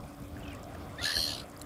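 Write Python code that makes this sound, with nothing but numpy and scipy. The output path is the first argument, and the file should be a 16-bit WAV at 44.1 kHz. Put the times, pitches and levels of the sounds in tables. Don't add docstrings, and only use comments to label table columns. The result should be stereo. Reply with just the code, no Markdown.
import sys
import numpy as np
from scipy import signal
from scipy.fft import rfft, irfft
from scipy.io import wavfile

SR = 44100
rng = np.random.default_rng(int(sys.argv[2]) if len(sys.argv) > 2 else 0)


def amplitude_ratio(level_db):
    exponent = np.asarray(level_db, float) / 20
    return 10 ** exponent


def int16_out(signal):
    q = np.round(np.clip(np.atleast_2d(signal).T, -1, 1) * 32767)
    wavfile.write(sys.argv[1], SR, q.astype(np.int16))


N = 72765
TIME_S = np.arange(N) / SR
LEFT_RIGHT = np.array([[1], [-1]])

# (time [s], beats so far [count])
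BEATS = [
    (1.015, -1),
    (1.0395, 1),
    (1.1268, 8),
    (1.2245, 16),
    (1.2748, 20),
    (1.329, 24),
    (1.376, 27),
    (1.428, 30),
    (1.47, 32),
]


def rms_one(x):
    return x / np.sqrt(np.mean(x ** 2) + 1e-20)


def in_time(rows):
    s, *columns = np.transpose(rows)
    return [np.interp(TIME_S, s, c) for c in columns]


def gate(rows):
    return (TIME_S > rows[0][0]) & (TIME_S < rows[-1][0])


def at_hz(points, hz):
    points_hz, values = np.array(points)[:, 0], np.array(points)[:, 1]
    return np.interp(np.log(hz), np.log(points_hz), values)


def drift(rate_hz):
    r = np.exp(-2 * np.pi * rate_hz / SR)
    wander = signal.lfilter([1], [1, -2 * r, r * r], rng.standard_normal(N + SR))
    return rms_one(wander[SR:])


def resonate(x, hz, width_hz):
    r = np.exp(-np.pi * width_hz / SR)
    zeros = [(1 - r * r) / 2, 0, (r * r - 1) / 2]
    poles = [1, -2 * r * np.cos(2 * np.pi * hz / SR), r * r]
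    return signal.lfilter(zeros, poles, x + 1e-18)


def tone(hz):
    return 2 * np.pi * np.cumsum(hz) / SR


def harmonics(phase, partials):
    return sum(amplitude_ratio(db) * np.sin(k * phase) for k, db in partials)


def blip(s, hz, spread_s, rise):
    t = TIME_S - s
    return np.exp(-.5 * (t / spread_s) ** 2) * np.sin(2 * np.pi * hz * t * (1 + rise * t / spread_s))


def banded_noise(spectrum, patchy_db, rate_hz):
    # (frequency [Hz], correlation [-1 to 1])
    likeness = [(60, 0.36), (180, -0.063), (550, 0.88), (1650, 0.38), (4970, -0.16), (15000, -0.23)]
    # (frequency [Hz], left minus right [dB])
    lean = [(60, 3.5), (180, 5), (550, 0.5), (1650, -0.5), (4970, -1.5), (15000, 16)]
    low_hz, high_hz = spectrum[0][0], spectrum[-1][0]
    edges_hz = np.geomspace(low_hz, high_hz, int(3 * np.log2(high_hz / low_hz)) + 1)
    together = drift(rate_hz / 3)
    white = rng.standard_normal((2, 2, N + SR // 4))
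    out = 0
    for k, (low, high) in enumerate(zip(edges_hz, edges_hz[1:])):
        band = signal.butter(2, [low, high], "band", fs=SR, output="sos")
        mid, side = signal.sosfilt(band, white[k % 2])[:, -N:]
        hz = np.sqrt(low * high)
        alike = np.clip(at_hz(likeness, hz), -1, 1)
        flicker_db = patchy_db * (0.31 * together + drift(rate_hz))
        gain = amplitude_ratio(at_hz(spectrum, hz) + flicker_db + at_hz(lean, hz) / 2 * LEFT_RIGHT)
        out = out + gain * (np.sqrt(1 + alike) * mid + np.sqrt(1 - alike) * side * LEFT_RIGHT)
    return rms_one(out)


def motor():
    # (frequency [Hz], width [Hz], level [dB])
    hum_lines = [
        (287.8, 6.4, -51),
        (570.5, 21.3, -59),
    ]
    out = 0
    for hz, width_hz, db in hum_lines:
        waver = amplitude_ratio(3.44 * drift(width_hz))
        out = out + amplitude_ratio(db) * waver * np.sin(tone(hz + width_hz / 2 * drift(width_hz)))
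    return out


def wind():
    # (time [s], level [dB])
    gusts = [(0.0, -45), (0.026, -45), (0.178, -53), (0.216, -41.5), (0.27, -49.5), (0.362, -44),
             (0.674, -47.5), (0.702, -43.5), (1.0, -47), (1.028, -42), (1.098, -57.5), (1.18, -40),
             (1.236, -49.5), (1.322, -46), (1.346, -47), (1.414, -45.5), (1.46, -50), (1.65, -49.5)]
    # (frequency [Hz], density [dB per Hz])
    rumble = [(8.8, -19), (15, -17), (80, 7), (258, -4.5), (289, -2.5), (315, -8), (450, -13), (580, -60),
              (990, -120)]
    return amplitude_ratio(in_time(gusts)[0] + 3.0) * banded_noise(rumble, patchy_db=0.5, rate_hz=56.0)


def hiss():
    # (frequency [Hz], density [dB per Hz])
    hiss_spectrum = [(3000, 18), (4000, -2.5), (5100, 3), (6300, -2.5), (7700, 8.5), (9200, 2),
                     (11200, -2.5), (16000, -0.5)]
    return amplitude_ratio(-60.5) * banded_noise(hiss_spectrum, patchy_db=-1.5, rate_hz=5.0)


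def water():
    # (time [s], level [dB])
    wash = [(0, -52.5), (.04, -50.5), (.15, -52), (.32, -50.5), (.36, -48.5), (.45, -49), (.6, -50),
            (.69, -49.5), (.75, -47.5), (.79, -48.5), (.82, -47), (.9, -50.5), (1.05, -46), (1.2, -47),
            (1.3, -48), (1.45, -49), (1.58, -50.5), (1.65, -50.5)]
    # (frequency [Hz], density [dB per Hz])
    water_spectrum = [(180, -21), (300, -15), (393, -15.5), (787, -5.5), (887, -19), (1110, -11.5),
                      (1440, -18), (2620, -23), (4000, -43.5), (5200, -21), (8800, -120)]
    wash_db, = in_time(wash)
    body = amplitude_ratio(wash_db) * banded_noise(water_spectrum, patchy_db=2.5, rate_hz=10.1)
    spray = signal.sosfilt(signal.butter(1, 1500, "high", fs=SR, output="sos"), body)
    return body + spray * (amplitude_ratio(wash_db - wash_db.mean()) - 1)


def fizz():
    bursts_per_s = 400 * amplitude_ratio(5.0 * drift(8))
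    sizes = amplitude_ratio(5.7 * np.minimum(rng.exponential(1, (2, N)), 4))
    bursts = sizes * (rng.random((2, N)) < bursts_per_s / SR)
    dealt = rng.integers(0, 10, (2, N))
    out = 0
    for k, hz in enumerate(np.geomspace(4600, 12000, 10)):
        out = out + resonate(bursts * (dealt == k), hz, hz / 10.0)
    return amplitude_ratio(-67) * rms_one(out)


def drops():
    # (time [s], peak level [dB], frequency [Hz], left minus right [dB])
    drop_events = [(.006, -56.5, 5200, 14), (.04, -58, 3700, 7), (0.039, -52.5, 2350, -5),
                   (.065, -60, 5000, 0), (.113, -61, 5040, -2), (.148, -59, 5100, 22), (.222, -53, 7500, 0),
                   (0.238, -54, 5600, 0), (.285, -57, 7500, -7), (.395, -51, 7960, 2),
                   (.405, -55, 4900, -3), (.532, -46, 9000, 0), (.596, -53, 4960, -9),
                   (0.737, -51.5, 8100, -2), (0.817, -45.5, 330, 0), (.725, -44, 776, 0),
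                   (0.769, -54.5, 1140, 10), (0.754, -52, 2670, -5), (0.201, -50, 11000, 9),
                   (0.368, -44, 1670, .1), (0.441, -55, 7950, 5), (0.481, -48.5, 5430, 4),
                   (0.55, -45, 7760, -10), (0.632, -46.5, 7400, -10), (.641, -47, 5330, -6),
                   (0.749, -43, 1680, .1), (.752, -40.5, 670, -1), (0.96, -52, 5170, 7),
                   (1.499, -51, 11000, -11), (1.516, -49.5, 6900, -7), (1.575, -42, 11000, -4),
                   (1.597, -48.5, 7260, 21), (1.6164, -41, 7660, -22), (1.6161, -40.5, 4100, -2),
                   (1.5, -49, 7300, 0), (1.566, -47, 4930, -4), (1.622, -40, 10500, 11)]
    splat_s, splat_db, cycles = .0016, -5, 3.0
    noise, out = rng.standard_normal(N), 0
    for s, db, hz, pan_db in drop_events:
        burst = noise * np.exp(-.5 * ((TIME_S - s) / splat_s) ** 2)
        splat = amplitude_ratio(splat_db) * resonate(burst, hz, hz / 2) * np.sqrt(SR / hz / 4)
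        bubble = blip(s + 0.000555, hz, cycles / hz, 1 / 70)
        out = out + amplitude_ratio(db + pan_db / 2 * LEFT_RIGHT) * (bubble + splat)
    return out


def far_trill():
    # (time [s], peak level [dB], frequency [Hz])
    trill_notes = [(.412, -60, 2700), (0.436, -52.5, 2930), (.459, -58, 3060), (0.458, -53, 2630),
                   (.471, -65, 3140), (0.482, -52.5, 2570), (0.484, -56, 3100), (0.506, -53, 2510),
                   (0.506, -59.5, 3200), (.521, -55, 2810), (0.531, -50, 2360), (.548, -59, 2670),
                   (0.574, -57.5, 1910)]
    flutter = 1.51 + 1.35 * np.array([drift(520), drift(650)])
    return flutter * sum(amplitude_ratio(db) * blip(s, hz, .005, -0.011) for s, db, hz in trill_notes)


def whistle():
    # (time [s], level [dB], pitch [Hz])
    whistle_path = [
        (.978, -66, 1640),
        (.986, -37, 1720),
        (.996, -39, 1900),
        (1.004, -41, 1940),
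        (1.011, -44, 1780),
        (1.015, -66, 1700),
    ]
    # (multiple of pitch, level [dB])
    whistle_partials = [(2 / 3, -12), (1, 0), (2, -9)]
    level_db, hz = in_time(whistle_path)
    phase = tone(hz * (1 + 0.017 * drift(234)))
    return amplitude_ratio(level_db) * gate(whistle_path) * harmonics(phase, whistle_partials)


def croak():
    # (time [s], level [dB], pitch [Hz])
    croak_path = [
        (1.006, -70, 700),
        (1.012, -40, 700),
        (1.034, -41, 712),
        (1.042, -50, 690),
        (1.07, -50, 720),
        (1.08, -68, 700),
    ]
    # (multiple of pitch, level [dB])
    croak_partials = [(1, -5), (2, 1), (3, -12), (4, -14), (5, -1)]
    level_db, hz = in_time(croak_path)
    phase = tone(hz * (1 + 0.01 * drift(210)))
    return amplitude_ratio(level_db + 2.0 * drift(81)) * gate(croak_path) * harmonics(phase, croak_partials)


def low_voice():
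    # (time [s], level [dB], pitch [Hz], pitch dip between throbs [0-1])
    low_path = [
        (1.035, -56, 1650, .2),
        (1.054, -35, 1770, .3),
        (1.105, -35.5, 1770, .3),
        (1.125, -41, 1930, .45),
        (1.148, -43, 1880, .45),
        (1.17, -39, 1700, .3),
        (1.195, -50, 1750, .2),
    ]
    throb_start_s, throbs_per_s = 1.0465, 44.6
    level_db, hz, dip = in_time(low_path)
    throb = np.pi * (TIME_S - throb_start_s) * throbs_per_s
    arch = np.sin(throb)
    bend = np.abs(np.sin(throb - np.pi * .06))
    swell = arch * np.abs(arch) ** .1
    phase = tone(hz * (1 + 0.043 * drift(450) - dip * (1 - bend) ** 2))
    return 2 * amplitude_ratio(level_db + 2.0 * drift(330)) * gate(low_path) * swell * np.sin(phase)


def knocks():
    # (time [s], level [dB], pitch [Hz])
    knock_path = [
        (1.17, -62, 1900),
        (1.2, -47, 1950),
        (1.25, -44, 1880),
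        (1.3, -42, 1720),
        (1.35, -44, 1580),
        (1.41, -48, 1430),
        (1.45, -62, 1300),
    ]
    rise_beats, fall_beats = .1, .15
    turn = (in_time(BEATS)[0] + 0.19) % 1 - .2
    level_db, hz = in_time(knock_path)
    knock = np.exp(-.5 * (turn / np.where(turn < 0, rise_beats, fall_beats)) ** 2) + .08
    carrier = np.sin(tone(hz * (1 + .04 * drift(200))))
    return 2 * amplitude_ratio(level_db + 2 * drift(60)) * gate(knock_path) * knock * carrier


def throat(source, shape):
    out = 0
    for k, (hz, width_hz, db) in enumerate(shape):
        out = out + (-1) ** k * amplitude_ratio(db) * resonate(resonate(source, hz, width_hz), hz, 2 * width_hz)
    return rms_one(out)


def gliding_notch(x):
    # (time [s], frequency [Hz])
    notch_path = [
        (1.02, 8040),
        (1.12, 7070),
        (1.21, 7300),
        (1.3, 8600),
        (1.33, 7760),
        (1.36, 6700),
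        (1.45, 6440),
    ]
    width_hz, depth = 800, .85
    turning = np.exp(1j * tone(in_time(notch_path)[0]))
    around = signal.filtfilt(*signal.butter(1, width_hz / 2, fs=SR), x / turning)
    return x - 2 * depth * np.real(turning * around)


def rattle():
    # (time [s], level [dB], chirp pitch [Hz], roughness [0-1], beak closed [0-1])
    effort = [
        (.98, -57, 1360, 0.6, 0.3),
        (1.021, -44, 1366, 0.9, 0.87),
        (1.04, -31.5, 1354, 0.71, 0.73),
        (1.13, -33, 1390, 0.6, .6),
        (1.165, -29.5, 1421, 0.22, 0),
        (1.262, -31, 1415, 0.22, 0),
        (1.285, -34.5, 1446, 0.56, 0.72),
        (1.41, -48.5, 1392, 0.67, 1),
        (1.45, -61, 1380, 1.1, 0),
    ]
    # (frequency [Hz], width [Hz], level [dB])
    open_beak = [(3190, 150, 8), (4157, 170, 9.5), (4520, 650, 9), (5900, 850, -7.5), (8670, 1040, -2),
                 (11260, 650, -22), (11790, 550, -4), (13400, 3100, -25)]
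    # (frequency [Hz], width [Hz], level [dB])
    closed_beak = [(2980, 3000, 2.5), (3990, 760, 10), (4890, 530, 8), (6770, 860, -2.5), (7600, 1600, -3),
                   (11000, 6300, -12), (14500, 5500, -14)]
    rise, peak_beats, swell_beats, fall_beats = 0.326, 0.2836, 0.15, 0.043
    beats, = in_time(BEATS)
    turn = (beats + .2) % 1 - .2
    level_db, hz, rough, closed = in_time(effort)

    phase = tone(hz * (1 + rise * (turn - peak_beats) + 0.021 * rough * drift(300)))
    new_beat = np.diff(turn, prepend=0) < -.5
    phase = phase - np.maximum.accumulate(phase * new_beat)
    buzz = rms_one(sum(np.cos(k * phase) for k in range(2, 11)))
    noise_share = np.clip(rough, 0, 1)
    source = np.sqrt(1 - noise_share) * buzz + np.sqrt(noise_share) * rng.standard_normal(N)

    width = np.where(turn < peak_beats, swell_beats, fall_beats * (1 + 3.7 * closed))
    swell = np.exp(-.5 * ((turn - peak_beats) / width) ** 2)
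    breath = amplitude_ratio(-12.5) * rng.standard_normal(N)
    source = source * swell * amplitude_ratio(2.0 * rough * drift(170)) + breath

    closed = np.clip(closed, 0, 1)
    voiced = (1 - closed) * throat(source, open_beak) + closed * throat(source, closed_beak)
    return gliding_notch(amplitude_ratio(level_db) * gate(effort) * voiced)


def arrive(x, lag_s):
    # (delay [s], level [dB])
    bounce_paths = [
        [(.0030, -8), (.0071, -15)],
        [(.0035, -17), (.0092, -18)],
    ]
    # (frequency [Hz], left minus right [dB])
    port_lean = [(60, -4), (150, 5), (380, -19), (950, 5.5), (2380, -4), (5980, -3.5), (15000, 6)]
    scatter_db, scatter_t60_s = -11, .045
    hz, t = np.fft.rfftfreq(2 * N, 1 / SR), np.arange(SR // 4) / SR
    tail = rng.standard_normal((2, len(t))) * amplitude_ratio(-60 * t / scatter_t60_s) * (t > .002)
    scatter = amplitude_ratio(scatter_db) * rfft(tail / np.sqrt(np.sum(tail[0] ** 2)), 2 * N)
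    bounces = np.array([1 + sum(amplitude_ratio(db) * np.exp(-2j * np.pi * hz * s) for s, db in side)
                        for side in bounce_paths])
    lag = np.exp(-2j * np.pi * hz * lag_s * np.array([[0], [1]]))
    ports = amplitude_ratio(at_hz(port_lean, hz + 1) / 2 * LEFT_RIGHT) * lag
    return irfft(rfft(x, 2 * N) * (bounces + scatter) * ports)[:, :N]


def tern():
    voices = low_voice() + whistle() + croak()
    return arrive(voices, lag_s=.00050) + arrive(rattle() + knocks(), lag_s=.00029)


def scene():
    background = motor() + wind() + hiss()
    shore = water() + fizz() + drops()
    return background + shore + far_trill() + tern()


def low_pass(x):
    return signal.sosfilt(signal.butter(12, 16410, fs=SR, output="sos"), x)


def record(dry):
    lowpass = signal.cheby2(14, 70, 16500, fs=SR, output="sos")
    return low_pass(signal.sosfilt(lowpass, dry))


dry = scene()
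out = record(dry)
int16_out(out)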